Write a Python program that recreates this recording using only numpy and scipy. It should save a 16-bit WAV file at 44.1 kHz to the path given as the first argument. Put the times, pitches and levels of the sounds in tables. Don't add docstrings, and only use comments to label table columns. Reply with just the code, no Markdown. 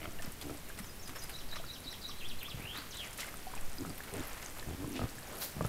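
import sys
import numpy as np
from scipy import signal
from scipy.fft import rfft, irfft
from scipy.io import wavfile

SR = 44100
rng = np.random.default_rng(int(sys.argv[2]) if len(sys.argv) > 2 else 0)


def dump_mix(stems):
    frames = np.atleast_2d(stems).T
    limited = np.clip(frames, -1, 1)
    pcm = np.round(limited * 32767).astype(np.int16)
    wavfile.write(sys.argv[1], SR, pcm)


N = 250528
T = np.arange(N) / SR

# (frequency [Hz], relative level [dB])
HISS_SPECTRUM = [(12, -20), (20, 1), (203, -10.5), (246, -11), (829, -20), (1700, -20.5), (6930, -28.5),
                 (13100, -26), (14600, -27)]
RUMBLE_SPECTRUM = [(2, -10.5), (7, 11), (14, -6), (28, -17.5), (60, -53), (150, -51), (400, -76)]
# (time of crest [s], width [s], level [dB])
RUMBLE_SWELLS = [(.25, 0.18, -44), (1.55, 0.27, -41.5), (2.27, 0.12, -35), (3.62, .11, -37.5),
                 (4.28, 0.14, -41.5)]
# (time [s], length [s], throat level [dB], pulse rate [Hz], throat resonance [Hz],
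# chest re throat [dB], snout re throat [dB])
GRUNT_CALLS = [(0.0, .105, -51, 79.9, 295, 2, -4.5), (.428, 0.15, -45, 70.15, 270, -1.5, -9.5),
               (1.07, 0.059, -53.5, 60, 250, -1, -14), (2.555, .11, -47, 45.2, 62.4, -5, -27),
               (3.784, 0.079, -42, 92, 280, -4.5, -23), (3.831, .105, -46.5, 84.9, 168, -9, -12),
               (3.86, 0.077, -48.5, 96.1, 287, -1, -19), (4.118, 0.064, -44, 89.1, 426, -1.5, -10),
               (4.159, 0.063, -40.5, 89.3, 250, -0.5, -18), (4.66, .095, -46.5, 85.2, 239, 7, -6),
               (4.778, 0.093, -42.5, 94.7, 286, -6.5, -18), (4.857, 0.099, -42.5, 94.4, 257, -12, -24),
               (4.944, 0.044, -39.5, 94.8, 262, -9, -12), (4.997, 0.067, -39, 89, 239, -3, -11),
               (5.552, .13, -41.5, 74.9, 167, -2.5, -12.5)]
# (frequency [Hz], bandwidth [Hz], gain [dB])
SNOUT_FORMANTS = [(618, 200, 9.5), (1230, 500, -12), (2450, 960, -5.5)]
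# (frequency [Hz], bandwidth [Hz], gain [dB])
SUCTION_RESONANCES = [(630, 190, -0.5), (1300, 290, -2), (2140, 310, -0.5), (3030, 160, -0.5)]
# (time [s], relative level [dB])
HERD_BUSTLE = [(0, -58), (.95, -63.5), (1.25, -56.5), (1.75, -60.5), (2.7, -57.5), (3.75, -53.5),
               (4.35, -55), (4.8, -54.5), (5.68, -54)]
# (time [s], hold [s], squelch drive [dB], crackle drive [dB])
MUD_STEPS = [(0.036, 0.018, -49, -67), (.228, 0.042, -48, -56), (0.418, .015, -52, -50.5),
             (0.487, 0.098, -58, -56), (0.685, .015, -50.5, -56), (0.774, .015, -51, -48),
             (1.072, .02, -55, -58), (1.155, 0.013, -43.5, -52), (1.216, 0.029, -50.5, -50.5),
             (1.29, 0.043, -52, -57), (1.523, 0.046, -51.5, -67), (2.571, 0.087, -51, -75),
             (2.733, .03, -48, -64), (2.94, 0.068, -53, -52.5), (3.035, 0.029, -48.5, -53),
             (3.188, 0.1, -49, -51), (3.514, 0.056, -52, -58), (4.073, 0.014, -45.5, -57),
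             (4.135, 0.12, -45.5, -55), (4.278, 0.11, -47.5, -59), (4.415, 0.066, -48.5, -50.5),
             (4.562, 0.038, -48.5, -52), (5.01, 0.04, -48.5, -60), (5.07, 0.023, -62, -51),
             (5.33, 0.095, -63, -53.5), (5.413, 0.019, -41.5, -48), (5.642, 0.016, -45, -51.5)]
# (frequency [Hz], relative level [dB])
SQUELCH_SPECTRUM = [(100, -43), (250, -8.5), (600, 2), (1200, -1), (2000, -1), (3200, -8), (6000, -16),
                    (12000, -22)]
CRACKLE_SPECTRUM = [(800, -30), (2500, 0.5), (5000, 7.5), (9000, 9), (14500, 4.5), (16000, -41)]
# (time [s], peak level [dB], frequency [Hz], t60 [s])
AIR_POCKETS = [(.188, -39.5, 2800, 0.018), (.194, -41, 1780, 0.059), (.2, -38.5, 670, .03),
               (.247, -33.5, 234, 0.017), (.277, -32.5, 177, 0.041), (.701, -39.5, 1600, 0.028),
               (.803, -34.5, 197, 0.058), (1.53, -37.5, 1720, 0.021), (1.568, -35, 1210, 0.021),
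               (1.599, -37, 656, 0.036), (1.641, -37, 1350, .014), (1.858, -40, 265, 0.047),
               (1.928, -39.5, 1930, 0.019), (2.094, -40.5, 1160, 0.038), (2.483, -42.5, 1180, .051),
               (2.545, -33.5, 138, .064), (2.754, -34, 1260, .01), (2.785, -39.5, 286, .043),
               (3.187, -35, 1860, .015), (3.231, -34.5, 2070, 0.031), (3.246, -36, 1530, 0.018),
               (3.283, -37, 2100, 0.021), (3.341, -34, 1310, 0.011), (3.469, -37, 748, 0.11),
               (3.538, -32.5, 1020, 0.014), (3.569, -40, 784, .03), (3.577, -41, 2530, 0.028),
               (3.784, -34, 4860, 0.014), (3.85, -34, 1260, .012), (3.902, -39, 4700, 0.013),
               (4.005, -33, 1700, 0.017), (4.627, -37.5, 1780, 0.021), (4.844, -38, 1020, 0.023),
               (5.184, -39, 1690, 0.015)]
# (time [s], body gain [dB], treble gain [dB], body centre [Hz], treble centre [Hz])
FILM_SNAPS = [(0.222, -44, -47, 2080, 6760), (0.3197, -59, -44, 1930, 10000), (.413, -44, -46, 3270, 9700),
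              (0.7888, -43, -42.5, 1700, 9250), (.844, -48.5, -61, 1540, 7070),
              (1.076, -52, -49, 3600, 6900), (1.094, -46, -54, 1700, 10900), (1.295, -44, -44, 1910, 9740),
              (1.5586, -44, -70, 2020, 7490), (2.4299, -49, -41, 2260, 13000),
              (2.7753, -50, -43, 3930, 12100), (3.1303, -59, -46, 1500, 7190),
              (3.177, -64, -41, 1590, 9700), (3.8607, -62, -48.5, 2410, 8820),
              (3.9796, -50, -43, 1860, 12100), (4.035, -48, -48, 2770, 10300),
              (4.2711, -48, -43, 1440, 11840), (4.4268, -47.5, -60, 2680, 11200),
              (5.3697, -64, -44, 1550, 12700)]
# (time of crest [s], half the rise [s], t60 [s], level [dB], centre [Hz], bandwidth [Hz])
SPRAYS = [(.24, 0.0041, 0.11, -52, 1800, 2200), (.425, 0.0056, 0.06, -49, 4200, 3000),
          (1.566, 0.0081, 0.09, -50, 2500, 2980), (2.752, 0.021, 0.65, -46.5, 1400, 1080),
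          (3.205, 0.024, 0.22, -41, 2220, 2000), (3.208, 0.014, 0.093, -42.5, 8100, 12000),
          (3.282, 0.0085, 0.061, -51, 2200, 1600), (4.236, 0.014, 0.68, -62, 2600, 3000),
          (4.968, 0.037, 0.24, -46, 2800, 1400), (5.33, 0.087, 1, -48, 490, 560),
          (5.425, 0.018, 0.26, -42, 4430, 1410), (5.434, 0.037, 0.25, -38, 13900, 12000)]
# (time [s], level [dB], bass gain [dB])
BLOWS = [(.495, -34, 3), (3.849, -38, -18), (3.901, -41, -10), (4.841, -36, 9.5), (4.992, -27, -2),
         (5.015, -27.5, 2), (5.036, -31.5, 6), (5.588, -40, -1), (5.608, -21.5, -6), (5.648, -26, 5)]
# (frequency [Hz], relative level [dB], t60 [s])
BLOW_MODES = [(48, -13, 0.13), (112.5, -7, 0.13), (168, -5.5, 0.035), (270, -9.5, 0.018), (463, -7, 0.031),
              (646, -7, 0.035), (910, -6, 0.012), (1274, -9.5, 0.042), (1620, -11, 0.007),
              (2160, -36, 0.013)]
# (time in syllable [s], frequency [Hz], relative level [dB], hoarseness [0-1])
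OPENING = [(0, 5450, -22, 0), (.008, 5450, -2.5, 0), (.02, 5450, -18, 0.1), (.026, 5600, -40, 0.1),
           (.031, 7300, -12, 0.1), (.044, 6200, -1.5, 0.4), (.055, 5650, -14, .2), (.062, 5200, -30, 0),
           (.07, 5040, -1, 0), (.088, 4840, -17, 0.1)]
TRILL = [(0, 4800, -11.5, 1), (.02, 4200, -12.5, 0.78), (.032, 3720, -4.5, 0), (.048, 4100, -3, 0.19),
         (.058, 3900, -30, 0.48), (.062, 4500, -43, 0.15), (.065, 6200, -14.5, .2),
         (.078, 5300, -8.5, 0.21), (.085, 4000, -9.5, 0.25), (.105, 2800, -12, 0.41)]
LOOP = [(0, 4100, -4.5, 0.093), (.013, 4000, -9, 0.42), (.028, 2800, -5, 0.72), (.049, 2300, -8, 0.92),
        (.063, 3200, -2.5, 0), (.076, 3500, -3, 0.22), (.089, 3500, -31, 0), (.097, 5800, -11, .7),
        (.112, 4000, -5, 0.16), (.133, 2700, -2.5, 0.057), (.142, 2100, -27, .2)]
RISE = [(0, 1815, -16, .3), (.03, 2350, -8, 0.18), (.075, 2735, -3, 0.16), (.12, 3110, -1, 0.16),
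        (.16, 3450, -6.5, .3), (.195, 4200, -1, .5), (.215, 4450, -7, 0.55), (.235, 4560, -14, .7)]
FLOURISH = [(0, 6500, -4, 1), (.015, 4300, -6.5, 0.54), (.027, 2867, -5, 0.17), (.037, 3092, -9, .3),
            (.048, 4000, -4, 0.79), (.072, 3763, -5.5, 1), (.095, 3150, 0, 0.33), (.125, 2560, -4, 0.88),
            (.155, 1953, -9.5, 0.58), (.17, 1920, -11.5, 0.73)]
# (syllable, repeats as (time [s], level [dB]), flutter depth [0-1])
FINCH_SONG = [(OPENING, [(.826, -50), (.99, -46.5), (1.15, -45)], 0), (TRILL, [(1.313, -42.5), (1.488, -41),
              (1.663, -40.5), (1.84, -39), (2.015, -37.5)], 0), (LOOP, [(2.185, -42.5), (2.388, -42.5)], 0),
              (RISE, [(2.585, -40)], 1), (FLOURISH, [(2.908, -42)], .2)]


def undb(db):
    return 10 ** (np.asarray(db) / 20)


def unit(x):
    return x / np.sqrt(np.mean(x ** 2) + 1e-20)


def curve(rows, column, t=T):
    rows = np.array(rows)
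    return np.interp(t, rows[:, 0], rows[:, column])


def span(seconds):
    return np.arange(int(seconds * SR)) / SR


def fade(t, t60):
    return np.exp(-np.log(1000) * t / t60)


def add(out, s, sound):
    i = int(max(s, 0) * SR)
    out[i:i + len(sound)] += sound[:max(N - i, 0)]


def colour(x, spectrum):
    hz, db = np.transpose(spectrum)
    f = np.maximum(np.fft.rfftfreq(len(x), 1 / SR), 1)
    gain = undb(np.interp(np.log(f), np.log(hz), db))
    return unit(irfft(rfft(x) * gain, len(x)))


def resonance(x, hz, width_hz):
    w = 2 * np.pi * min(hz, SR / 2 - 2000) / SR
    a = np.sin(w) * width_hz / hz / 2
    return signal.lfilter([a, 0, -a], [1 + a, -2 * np.cos(w), 1 - a], x)


def formant(x, hz, width_hz, widen):
    return resonance(resonance(x, hz, width_hz), hz, widen * width_hz)


def grains(size, per_s, spread_db):
    sizes = undb(spread_db * np.minimum(rng.exponential(size=size), 5))
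    return unit((rng.random(size) < per_s / SR) * sizes * rng.choice([-1, 1], size))


def hiss_and_rumble(hiss_db=-49, rumble_db=-51.5):
    hiss = undb(hiss_db) * colour(rng.standard_normal(N), HISS_SPECTRUM)
    swells = sum(undb(db) * np.exp(-((T - s) / width) ** 2) for s, width, db in RUMBLE_SWELLS)
    return hiss + (undb(rumble_db) + swells) * colour(rng.standard_normal(N), RUMBLE_SPECTRUM)


def grunts(jitter=0.0976, shimmer_db=2, rasp=0.44, throat_width_hz=68, chest_hz=100, chest_width_hz=100):
    out = np.zeros(N)
    for s, length, db, rate_hz, throat_hz, chest_db, snout_db in GRUNT_CALLS:
        t = span(length)
        period_scatter, size_scatter = rng.standard_normal((40, 2)).T
        starts = np.cumsum(np.exp(jitter * period_scatter)) / rate_hz
        at = ((starts - starts[0]) * SR).astype(int)
        inside = at < len(t)
        pulses = np.zeros(len(t))
        pulses[at[inside]] = undb(shimmer_db * size_scatter[inside])
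        airflow = signal.lfilter([1], [1, -np.exp(-1 / (0.0067 * SR))], pulses)
        turbulence = unit(airflow * rng.standard_normal(SR)[:len(t)])
        source = unit(pulses) + rasp * turbulence
        throat = unit(formant(source, throat_hz, throat_width_hz, widen=4))
        chest = unit(formant(source, chest_hz, chest_width_hz, widen=2))
        snout = unit(sum(undb(gain_db) * formant(source + turbulence, hz, width_hz, widen=2)
                         for hz, width_hz, gain_db in SNOUT_FORMANTS))
        swell = np.sin(np.pi * t / length) ** .5
        add(out, s, undb(db) * swell * (throat + undb(chest_db) * chest + undb(snout_db) * snout))
    return out


def suction(start_s=0.0033, length_s=.06, slip_hz=78, gain_db=-38.0, slip_t60=0.013):
    out, t = np.zeros(N), span(length_s)
    slips = rng.standard_normal(len(t)) * fade(t % (1 / slip_hz), slip_t60)
    rasp = sum(undb(db) * formant(slips, hz, width_hz, widen=3) for hz, width_hz, db in SUCTION_RESONANCES)
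    growth = 0.1 + 0.44 * t / length_s
    add(out, start_s, undb(gain_db) * growth * unit(rasp))
    return out


def mud_envelope(column, bustle_gain_db, attack_s=0.0051, release_t60=0.17):
    power = undb(curve(HERD_BUSTLE, 1) + bustle_gain_db) ** 2
    for step in MUD_STEPS:
        s, hold = step[:2]
        t = span(attack_s + hold + release_t60)
        attack = np.minimum(t / attack_s, 1)
        release = fade(np.maximum(t - attack_s / 2 - hold, 0), release_t60)
        add(power, s - attack_s / 2, (undb(step[column]) * attack * release) ** 2)
    return np.sqrt(power)


def bubble(hz, t60, glide):
    t = span(t60)
    return np.sin(2 * np.pi * hz * t * (1 + glide * t / t60 / 2)) * fade(t, t60)


def swarm(low_hz, high_hz, cycles, spread_db, count):
    out = np.zeros(N)
    for when, pitch, size, ring in rng.random((count, 4)):
        hz = low_hz * (high_hz / low_hz) ** pitch
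        size_db = -spread_db * np.log(size + .02)
        t60 = cycles * (.5 + ring) / hz
        add(out, when * N / SR, undb(size_db) * hz * bubble(hz, t60, glide=0.18))
    return out


def squelch(slosh_db=-4, bubble_db=-7, bubble_drive_limit_db=-53):
    drive = mud_envelope(column=2, bustle_gain_db=-1)
    bubble_drive = np.minimum(drive, undb(bubble_drive_limit_db))
    bubbles = colour(swarm(200, 5000, cycles=13, spread_db=3.5, count=2600), SQUELCH_SPECTRUM)
    slosh = colour(grains(N, per_s=4500, spread_db=3), SQUELCH_SPECTRUM)
    return bubble_drive * undb(bubble_db) * bubbles + drive * undb(slosh_db) * slosh


def crackle(gain_db=-3, fizz_db=-3):
    ticks = colour(swarm(3000, 15000, cycles=22, spread_db=5.2, count=2000), CRACKLE_SPECTRUM)
    fizz = colour(grains(N, per_s=4000, spread_db=3), CRACKLE_SPECTRUM)
    drive = mud_envelope(column=3, bustle_gain_db=0)
    return undb(gain_db) * drive * unit(ticks + undb(fizz_db) * fizz)


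def plops():
    out = np.zeros(N)
    for s, db, hz, t60 in AIR_POCKETS:
        add(out, s, undb(db) * bubble(hz, t60, glide=0.025))
    return out


def snaps(ticks_t60=0.064, crack_t60=0.0058, crack_db=6):
    out, t = np.zeros(N), span(.04)
    for s, body_db, treble_db, body_hz, treble_hz in FILM_SNAPS:
        ticks = grains(len(t), per_s=9000, spread_db=2.4) * fade(t, ticks_t60)
        crack = undb(crack_db) * rng.standard_normal(len(t)) * fade(t, crack_t60)
        body = 2.65 * resonance(ticks + crack, body_hz, width_hz=1600)
        treble = 1.13 * resonance(ticks + crack, treble_hz, width_hz=5500)
        add(out, s, undb(body_db + 3) * body + undb(treble_db + 4) * treble)
    return out


def splashes(drops_per_s=5000):
    out, t = np.zeros(N), span(0.9)
    for s, half_rise, t60, db, hz, width_hz in SPRAYS:
        rise = min(2 * half_rise, s)
        swell = np.where(t < rise, (t / rise) ** 2, fade(np.abs(t - rise), t60))
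        drops = grains(len(t), drops_per_s, spread_db=3.0)
        add(out, s - rise, undb(db) * swell * unit(resonance(drops, hz, width_hz)))
    return out


def knocks(bass_below_hz=200, detune=0.039):
    out, t = np.zeros(N), span(.15)
    for s, db, bass_db in BLOWS:
        for k, (hz, mode_db, t60) in enumerate(BLOW_MODES):
            mode_hz = hz * (1 + detune * rng.standard_normal())
            ring = np.sin(2 * np.pi * mode_hz * t) * fade(t, t60)
            gain = undb(db + mode_db + bass_db * (hz < bass_below_hz))
            add(out, s, (-1) ** k * gain * ring)
    return out


def finch(gain_db=-0.2, flutter_hz=55, flutter_swing=0.055, hoarse_hz=360):
    out = np.zeros(N)
    for syllable, repeats, depth in FINCH_SONG:
        t = span(syllable[-1][0])
        flutter_phase = 2 * np.pi * flutter_hz * t
        vibrato = 1 + depth * flutter_swing * np.sin(flutter_phase)
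        tremolo = 1 - depth * (1 - np.cos(flutter_phase)) / 2
        for s, db in repeats:
            wobble = unit(resonance(rng.standard_normal(SR), hz=300, width_hz=300))[:len(t)]
            tuning = 1 + 0.008 * rng.standard_normal()
            hz = curve(syllable, 1, t) * tuning * vibrato + hoarse_hz * curve(syllable, 3, t) * wobble
            gain = undb(gain_db + db + curve(syllable, 2, t)) * tremolo
            add(out, s, gain * np.sin(2 * np.pi * np.cumsum(hz) / SR))
    through_leaves = forest(out, t60=.08, wet_db=-5.5)
    return forest(through_leaves, t60=0.53, wet_db=-9)


def forest(x, t60, wet_db):
    t = span(1)
    scattered = resonance(rng.standard_normal(len(t)), hz=2630, width_hz=13200)
    build_up = 1 - np.exp(-t / 0.0067)
    tail = scattered * fade(t, t60) * build_up
    return x + undb(wet_db) * signal.fftconvolve(x, tail / np.linalg.norm(tail))[:N]


def scene():
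    background = hiss_and_rumble()
    herd = grunts() + suction() + squelch() + crackle() + plops() + snaps() + splashes() + knocks()
    return (background + forest(herd, t60=0.8, wet_db=-17.0) + finch())[None]


def record(dry, rolloff_hz=15100, cutoff_hz=15700):
    rounded = signal.sosfilt(signal.butter(6, rolloff_hz, fs=SR, output="sos"), dry)
    return signal.sosfilt(signal.ellip(10, .2, 70, cutoff_hz, fs=SR, output="sos"), rounded)


dry = scene()
out = record(dry)
dump_mix(out)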